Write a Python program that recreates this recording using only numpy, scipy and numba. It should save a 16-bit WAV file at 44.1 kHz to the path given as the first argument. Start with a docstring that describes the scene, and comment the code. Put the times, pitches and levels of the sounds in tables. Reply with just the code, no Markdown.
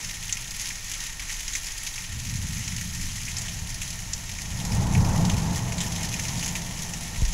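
"""Under a shelter in the fields, in heavy rain, heard through one small microphone. Large drips and a
patter of small drops splash close by, each a tick, a spray and a plop thrown back by near walls, over
the hiss of the fields. Thunder rolls in, smeared by the hills, and booms in the shelter. Wind buffets
the microphone, and near the end something bumps its body."""
import sys
import numpy as np
from scipy import signal
from scipy.fft import rfft, irfft
from scipy.io import wavfile
from scipy.ndimage import uniform_filter1d
from numba import njit

SR = 44100
rng = np.random.default_rng(int(sys.argv[2]) if len(sys.argv) > 2 else 0)


def to_wav(s):
    """Save 16-bit WAV."""
    ch = np.atleast_2d(s).T  # columns
    pcm = np.round(np.clip(ch, -1, 1) * 32767)  # PCM
    wavfile.write(sys.argv[1], SR, pcm.astype(np.int16))


N = 323253


# Large drips close by. Each row: start in seconds, level of the bright tick in dB, airy spray and
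# dull plop in dB against the tick, plop pitch in Hz.
DRIPS = [(0.2942, -18.5, -4, -2.5, 2800), (0.3257, -5.5, -16, -38, 2160), (0.37, -22, 0, -0.5, 2920),
         (0.508, -23.5, -0.5, -20, 2220), (0.621, -24.5, -0.5, -10, 1880), (0.6578, -18, -10, -20, 1840),
         (0.705, -29, -8, 10, 2160), (0.7552, -19, -10, -13, 1890), (0.937, -17.5, -10, -5, 3980),
         (1.0041, -20.5, -1.5, -7, 3710), (1.1959, -23.5, 1, 1, 2270), (1.295, -24.5, 3.5, 1, 2250),
         (1.4803, -14.5, -5.5, -10, 3000), (1.5342, -13, -12, -11, 4140), (1.5522, -11, -4.5, -4, 2300),
         (1.668, -23, 3, -17, 1900), (1.874, -21, -11, -14, 2240), (1.9797, -27, 3.5, 6.5, 2380),
         (2.2967, -20.5, -3, -11, 2100), (2.6781, -13, -10, -12, 2860), (2.7214, -22, -4, -3, 2180),
         (2.812, -21, -12, -1.5, 2170), (2.9485, -18, -5, -30, 2730), (3.065, -26, -4, -2, 2190),
         (3.2808, -29.5, -10, 9, 2600), (3.368, -14.5, -11, -23, 2720), (3.385, -12, -19, -30, 1840),
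         (3.4833, -23.5, -11, 4.5, 2920), (3.817, -20.5, 0, 1, 2820), (3.929, -25, -1.5, -2, 4110),
         (4.134, -8, -37, -37, 4290), (4.387, -20.5, -13.5, -2, 2220), (4.6011, -22, -4, -2, 3770),
         (4.7202, -17.5, -4.5, -7, 2380), (4.9507, -22, -7, 6, 2420), (5.0483, -22, 1, -8, 2400),
         (5.251, -21.5, -0.5, -18, 3860), (5.2976, -22, 2.5, 6.5, 3000), (5.559, -26.5, 10, -27, 2360),
         (5.7218, -24.5, -2, 4, 2270), (5.7826, -15, -12, -5, 4400), (5.805, -15, -4.5, -4, 3340),
         (5.814, -12.5, -6.5, -8, 3500), (6.031, -23, 3, -17, 1860), (6.141, -19.5, -5, 1, 2410),
         (6.1947, -21.5, 2, 1, 2200), (6.252, -19.5, -1, -1, 2460), (6.284, -15.5, -9.5, -11, 4200),
         (6.4269, -18, -4, -1, 2420), (6.4455, -14, -24, -19, 2710), (6.491, -17, -10, -20, 1900),
         (6.5536, -23.5, 8, 7, 2620), (6.9362, -16.5, -11, -7.5, 2800), (7.2524, -16.5, -15, -25, 2730)]

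def drips():
    """Large drops fall from the edge of the roof and splash."""
    return splashes(*np.transpose(DRIPS), spray_ms=1.5)


# How the rain surges and eases. Each row: time in seconds, strength in dB.
RAIN_STRENGTH = [(0, -35), (.49, -38.5), (.68, -33.5), (.8, -39), (1.03, -32.5), (1.16, -41), (1.3, -33),
                 (1.4, -36), (1.56, -37.5), (1.75, -38.5), (1.82, -35), (2.18, -39), (2.66, -36),
                 (2.79, -38), (3.45, -35), (3.56, -38.5), (3.82, -37.5), (4.1, -40), (4.74, -37),
                 (4.9, -39.5), (5.1, -37), (5.7, -38), (5.85, -36), (6.45, -34.5), (6.66, -37),
                 (7.33, -37.5)]

def patter(count=2600):
    """Many small drops splash at random, louder as the rain surges."""
    strength_db, = curves(RAIN_STRENGTH)
    when, big, airy, dull, pitch = rng.random((count, 5)).T
    db = np.minimum(-3.2 * np.log(1 - big), 8.5)  # mostly faint, the loudest capped
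    drops = splashes(when * N / SR, db, spray_db=-14 + 26 * airy, plop_db=-18 + 20 * dull,
                     plop_hz=1800 * 2 ** (1.1 * pitch), spray_ms=.3)
    return undb(strength_db) * level(drops, -2.25)


# The colour of spraying water. Each row: frequency in Hz, gain in dB.
SPLASH_COLOUR = [(300, -35.5), (500, -39), (940, -7.5), (1300, -10), (2100, -2), (3400, -5), (4600, -5),
                 (6400, 2), (7300, -1.5), (8700, -13.5), (9800, -5.5), (11500, -9.5), (13200, -20),
                 (15700, -20.5)]
# Slaps off the near walls. Each row: typical delay in milliseconds, level in dB against the splash.
WALL_ECHOES = [(3.1, -2), (5.8, -8), (8.7, -12), (11.6, -13)]

def splashes(s, db, spray_db, plop_db, plop_hz, spray_ms):
    """Each drop ticks, throws a short spray and a dull plop; the walls repeat it from where it fell."""
    chance = rng.random((len(s), 12))
    place = 1 + .2 * (chance[:, :1] - .5)
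    lag_ms, echo_db = np.transpose([(0.0012, 0.0091)] + WALL_ECHOES)  # direct sound first
    when = s[:, None] + place * lag_ms / 1000
    size = undb(db[:, None] + echo_db)
    # droplets land a little later with either sign, which gives every splash its own colour
    late_s = -np.log(1 - chance[:, None, 1:6]) * spray_ms / 1000
    spray_size = size * undb(spray_db[:, None] + 0.12 * echo_db)  # wet walls swallow more spray than tick
    droplet_size = spray_size[..., None] * (2 * chance[:, None, 6:11] - 1)
    droplet = response(SPLASH_COLOUR)
    spray = through(train(when[..., None] + late_s, droplet_size), droplet / np.max(np.abs(droplet)))
    tick_hz = 6350 * 2 ** (0.46 * (chance[:, 11:] - .5))
    wall_detune = 2 ** (0.11 * rng.standard_normal(when.shape))  # every wall colours its echo
    hz = np.array([tick_hz, plop_hz[:, None]]) * wall_detune
    decay_cycles = np.array([3.0, 2.1])[:, None, None]  # tick, plop
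    decay = hz / SR / decay_cycles
    sizes = np.array([size, size * undb(plop_db)[:, None]])
    body = rings(np.tile(when.ravel(), 2) * SR, hz.ravel(), decay.ravel(), sizes.ravel(), count=N)
    # the blow is not sharp enough for the top, and such small drops push almost no bass
    body = filtered(body, "low", 8000, order=4)
    return filtered(body + spray, "high", 1750, order=6)


def shelter(x, t60_s=0.089, tail_db=-10.5):
    """The shelter adds a short diffuse tail to each splash."""
    t = np.arange(SR // 5) / SR
    fade_in = np.clip(t / 0.004, 0, 1)
    tail = rng.standard_normal(len(t)) * np.exp(-np.log(1000) * t / t60_s) * fade_in
    return x + undb(tail_db) * through(x, tail / np.sqrt(np.sum(tail ** 2)))


# Rolls of thunder. Each row: arrival in seconds, swell time in seconds, relative levels of the deep
# rumble, upper rumble and roar in dB, fade in dB per second.
ROLLS = [(-.6, 0.57, -45.5, -46.5, -60.5, 8.5), (1.97, 0.39, -34, -36, -67, 7.5),
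         (3.3, 0.05, -40.5, -47, -52.5, 4), (4.42, 0.38, -29.5, -26.5, -36.5, 8),
         (4.6, 0.48, -31, -27, -33.5, 12), (6.15, 0.15, -43, -39, -46, 3.5)]
# Single booms inside the rolls. Each row: peak time in seconds, relative deep and upper levels in dB.
BOOMS = [(2.15, -36.5, -45), (2.35, -39, -50), (3.62, -36, -57), (4.54, -35, -57), (4.76, -26, -33),
         (4.98, -21.5, -24), (5.22, -41, -21.5), (5.34, -25.5, -40), (5.46, -43, -27.5), (6.37, -42, -35)]
# The far storm that never stops: relative levels of deep rumble, upper rumble and roar in dB.
FAR_STORM_DB = [-52.5, -59, -57]

def rolls(swell_db=18, boom_s=0.087):
    """Envelopes of the thunder's three layers: each roll swells, then dies away evenly in dB."""
    t = np.arange(N) / SR
    power = undb(2 * np.array(FAR_STORM_DB))[:, None] + np.zeros(N)
    for s, swell_s, *db, fade_db_per_s in ROLLS:
        past_peak_s = t - s - swell_s
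        shape_db = np.where(past_peak_s < 0, swell_db / swell_s, -fade_db_per_s) * past_peak_s
        power = power + undb(2 * np.array(db))[:, None] * undb(2 * shape_db)
    s, deep_db, upper_db = np.transpose(BOOMS)
    return np.sqrt(power + [swells(s, deep_db, boom_s), swells(s, upper_db, boom_s), np.zeros(N)])


# The colours of the low rumble and of the roar above it. Each row: frequency in Hz, gain in dB.
RUMBLE_COLOUR = [(24, -24), (40, -3.5), (114, 2.5), (150, -2.5), (174, 1.5), (226, -6.5), (314, -25),
                 (500, -36.5), (650, -40), (1100, -120)]
ROAR_COLOUR = [(180, -34), (300, -0.5), (349, -6), (522, -6), (576, -8.5), (659, -3), (931, 0), (1250, -13),
               (1800, -17), (2340, -45), (3960, -120)]
# Boomy resonances of the shelter. Each row: pitch in Hz, gain in dB, seconds to fade by 60 dB.
SHELTER_MODES = [(98.3, -2, 0.22), (127, 0, 0.21), (181, -4, 0.13), (692, -1.5, 0.15), (928.5, -1, 0.37)]

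def thunder(count=4000):
    """Pulses from all along the lightning channel arrive scattered; hills smear them, the shelter rings."""
    when, big, sign = rng.random((count, 3)).T
    pulses = train(when * N / SR, np.sign(sign - .5) * undb(-1.5 * np.log(1 - big)))
    rumble = through(pulses, response(RUMBLE_COLOUR))
    deep = even(filtered(rumble, "low", 135, order=3), over_s=0.037)
    upper = even(filtered(rumble, "high", 135, order=3), over_s=0.11)
    roar = level(noise(ROAR_COLOUR) * undb(0.37 * walk(25)), 0)
    sky = np.sum(rolls() * [deep, upper, roar], axis=0)
    hz, db, t60 = np.transpose(SHELTER_MODES)
    decay = np.log(1000) / t60 / SR
    ring = rings(0 * hz, hz, decay, 2 * decay * undb(db), count=SR // 2)
    return undb(-1.0) * (sky + through(sky, ring))


# Hollows of the shelter that the hiss rings. Each row: pitch in Hz, relative level in dB.
HOLLOWS = [(912, -27), (1375, -22), (1845, -12), (2335, -36), (2730, -37), (3030, -22), (4080, -19.5),
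           (6390, -14)]

def hiss(field_db=-43.5, hollow_t60_s=.045):
    """Rain on the fields blurs into a steady hiss, lifted by each surge and each drip's scattered water."""
    hz, hollow_db = np.transpose(HOLLOWS)
    decay = np.full(len(hz), np.log(1000) / hollow_t60_s / SR)
    hollows = rings(0 * hz, hz, decay, np.sqrt(4 * decay) * undb(hollow_db), count=SR // 4)
    wash = level(noise(SPLASH_COLOUR), 0)
    # dull, bright and airy parts come from different ground and waver on their own
    dull = filtered(wash, "low", 4200, order=2)
    air = filtered(wash, "high", 8600, order=2)
    bed = undb(0.61 * walk(20)) * dull + undb(0.5 * walk(28)) * (wash - dull)
    bed += (undb(.6 * walk(18)) - 1) * air
    bed += through(rng.standard_normal(N), hollows)
    strength_db, = curves(RAIN_STRENGTH)
    power = undb(2 * (strength_db - 5)) + undb(2 * field_db) + scatter()
    return np.sqrt(power) * level(bed, 0)


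def scatter(gain_db=-14.5, rise_s=0.007, fall_s=0.014):
    """Power of the short wet rustle as each drip scatters water around it."""
    s, tick_db, spray_db = np.transpose(DRIPS)[:3]
    t = np.arange(SR // 4) / SR
    envelope = (1 - np.exp(-t / rise_s)) * np.exp(-t / fall_s)
    return through(train(s, undb(2 * (tick_db + spray_db + gain_db))), envelope)


# Gusts on the microphone. Each row: peak time in seconds, level in dB, length in seconds.
GUSTS = [(1.43, -40, 0.46), (3.04, -30.5, 0.093), (3.73, -37.5, 0.14), (4.09, -40, 0.12), (4.78, -32, 0.22),
         (5.1, -30, 0.35)]
# The bassy colour of the buffeting. Each row: frequency in Hz, gain in dB.
BUFFET_COLOUR = [(10, -8.5), (22, 11), (42, 0.5), (60, -13), (150, -28.5), (300, -28), (700, -120)]

def wind(breeze_db=-40.5):
    """Slow eddies push on the microphone's membrane: gusts over a steady breeze."""
    strength = np.sqrt(undb(2 * breeze_db) + swells(*np.transpose(GUSTS)))
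    return strength * even(noise(BUFFET_COLOUR), over_s=0.063)


# Two quick knocks. Each row: start in seconds, direction as a sign, blow in dB, contact in milliseconds.
BUMPS = [(7.172, 1, -5, 8.6), (7.22, -1, 2, 1.7)]
# What rings when the microphone is knocked. Each row: pitch in Hz, gain in dB, seconds to fade by
# 60 dB, direction of motion as a sign.
BODY_MODES = [(28.8, -20.5, 0.65, 1), (51.5, -19.5, 0.41, -1), (101, -11, 0.036, 1), (460, -34, 0.028, 1)]

def bumps():
    """Knocks on the body of the microphone; a longer contact rings only the low modes."""
    hz, db, t60, sense = np.transpose(BODY_MODES)
    ring = rings(0 * hz, hz, np.log(1000) / t60 / SR, np.sign(sense) * undb(db), count=SR // 2)
    push = np.zeros(N)
    for s, direction, blow_db, contact_ms in BUMPS:
        start = int(s * SR)
        shape = np.hanning(int(contact_ms * SR / 1000))
        push[start:start + len(shape)] = np.sign(direction) * undb(blow_db) * shape / shape.sum()
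    return through(push, ring)


def undb(db):
    """Decibels to amplitude; twice the decibels gives power."""
    return 10 ** (np.asarray(db) / 20)


def level(x, db):
    """Set a sound's RMS level."""
    return x * undb(db) / np.sqrt(np.mean(x ** 2))


def even(x, over_s):
    """Flatten the running level of a noise to 1, so that only its envelope makes it swell."""
    width = int(over_s * SR)
    return x / np.sqrt(uniform_filter1d(uniform_filter1d(x ** 2, width), width))


def swells(s, db, length_s):
    """Power of smooth bell-shaped swells centred at the given times."""
    t = np.arange(N) / SR
    return sum(undb(2 * peak_db) * np.exp(-(2 * (t - centre) / width) ** 2)
               for centre, peak_db, width in np.broadcast(s, db, length_s))


def curves(table):
    """Columns of a table, joined by straight lines at every sample."""
    s, *columns = np.transpose(table)
    return [np.interp(np.arange(N) / SR, s, c) for c in columns]


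def walk(rate):
    """A smooth waver: random levels held 1 / rate seconds and slewed twice."""
    hold = int(SR / rate)
    steps = np.repeat(rng.standard_normal(N // hold + 1), hold)
    return 1.62 * uniform_filter1d(uniform_filter1d(steps, hold), hold)[:N]


def response(spectrum, size=8192):
    """Causal impulse response of (Hz, dB) points, from the cepstrum of the log gain."""
    hz, db = np.transpose(spectrum)
    bin_hz = np.arange(size // 2 + 1) * SR / size
    log_gain = np.interp(np.log(bin_hz + 1), np.log(hz), db) * np.log(10) / 20
    cepstrum = irfft(log_gain)
    cepstrum[1:size // 2] *= 2
    cepstrum[size // 2 + 1:] = 0
    return irfft(np.exp(rfft(cepstrum)))[:size // 2] * np.hanning(size)[size // 2:]


def through(x, impulse_response):
    """Play a sound through an impulse response."""
    return signal.fftconvolve(x, impulse_response)[:N]


def noise(colour):
    """Steady noise of the given colour."""
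    return through(rng.standard_normal(N), response(colour))


def filtered(x, kind, hz, order):
    """A low-pass or high-pass filter."""
    return signal.sosfilt(signal.butter(order, hz, kind, fs=SR, output="sos"), x)


def train(s, size):
    """Impulses of the given sizes at the given times."""
    return np.bincount(np.clip((s * SR).astype(int), 0, N - 1).ravel(), size.ravel(), N)


@njit
def rings(start, hz, decay, size, count):
    """A damped sine for each event; start is in samples, decay per sample."""
    out = np.zeros(count)
    for k in range(len(start)):
        phasor = size[k] + 0j
        step = np.exp(2j * np.pi * hz[k] / SR - decay[k])
        for i in range(int(start[k]), min(count, int(start[k] + 7 / decay[k]))):
            out[i] += phasor.imag
            phasor *= step
    return out


def scene():
    """Splashes in the shelter over hiss, thunder, wind and bumps, the same in both channels."""
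    small_drops, fields = patter(), hiss()
    mix = shelter(drips() + small_drops) + fields + thunder() + wind() + bumps()
    return np.tile(mix, (2, 1))


# The colour of a faint steady hiss, different in each channel. Each row: frequency in Hz, gain in dB.
FAINT_HISS_COLOUR = [(30, 13), (120, -13), (250, 11.5), (1100, 6), (2400, -40), (8000, -18), (11000, -6),
                     (12500, 13), (15700, 8)]

def record(dry, top_hz=15720):
    """A faint steady hiss, different in each channel, lies underneath; the top is cut steeply."""
    faint_hiss = np.array([noise(FAINT_HISS_COLOUR) for _ in dry])
    top_cut = signal.ellip(12, .2, 60, top_hz, fs=SR, output="sos")
    return signal.sosfilt(top_cut, dry + level(faint_hiss, -60.5))


dry = scene()
out = record(dry)
to_wav(out)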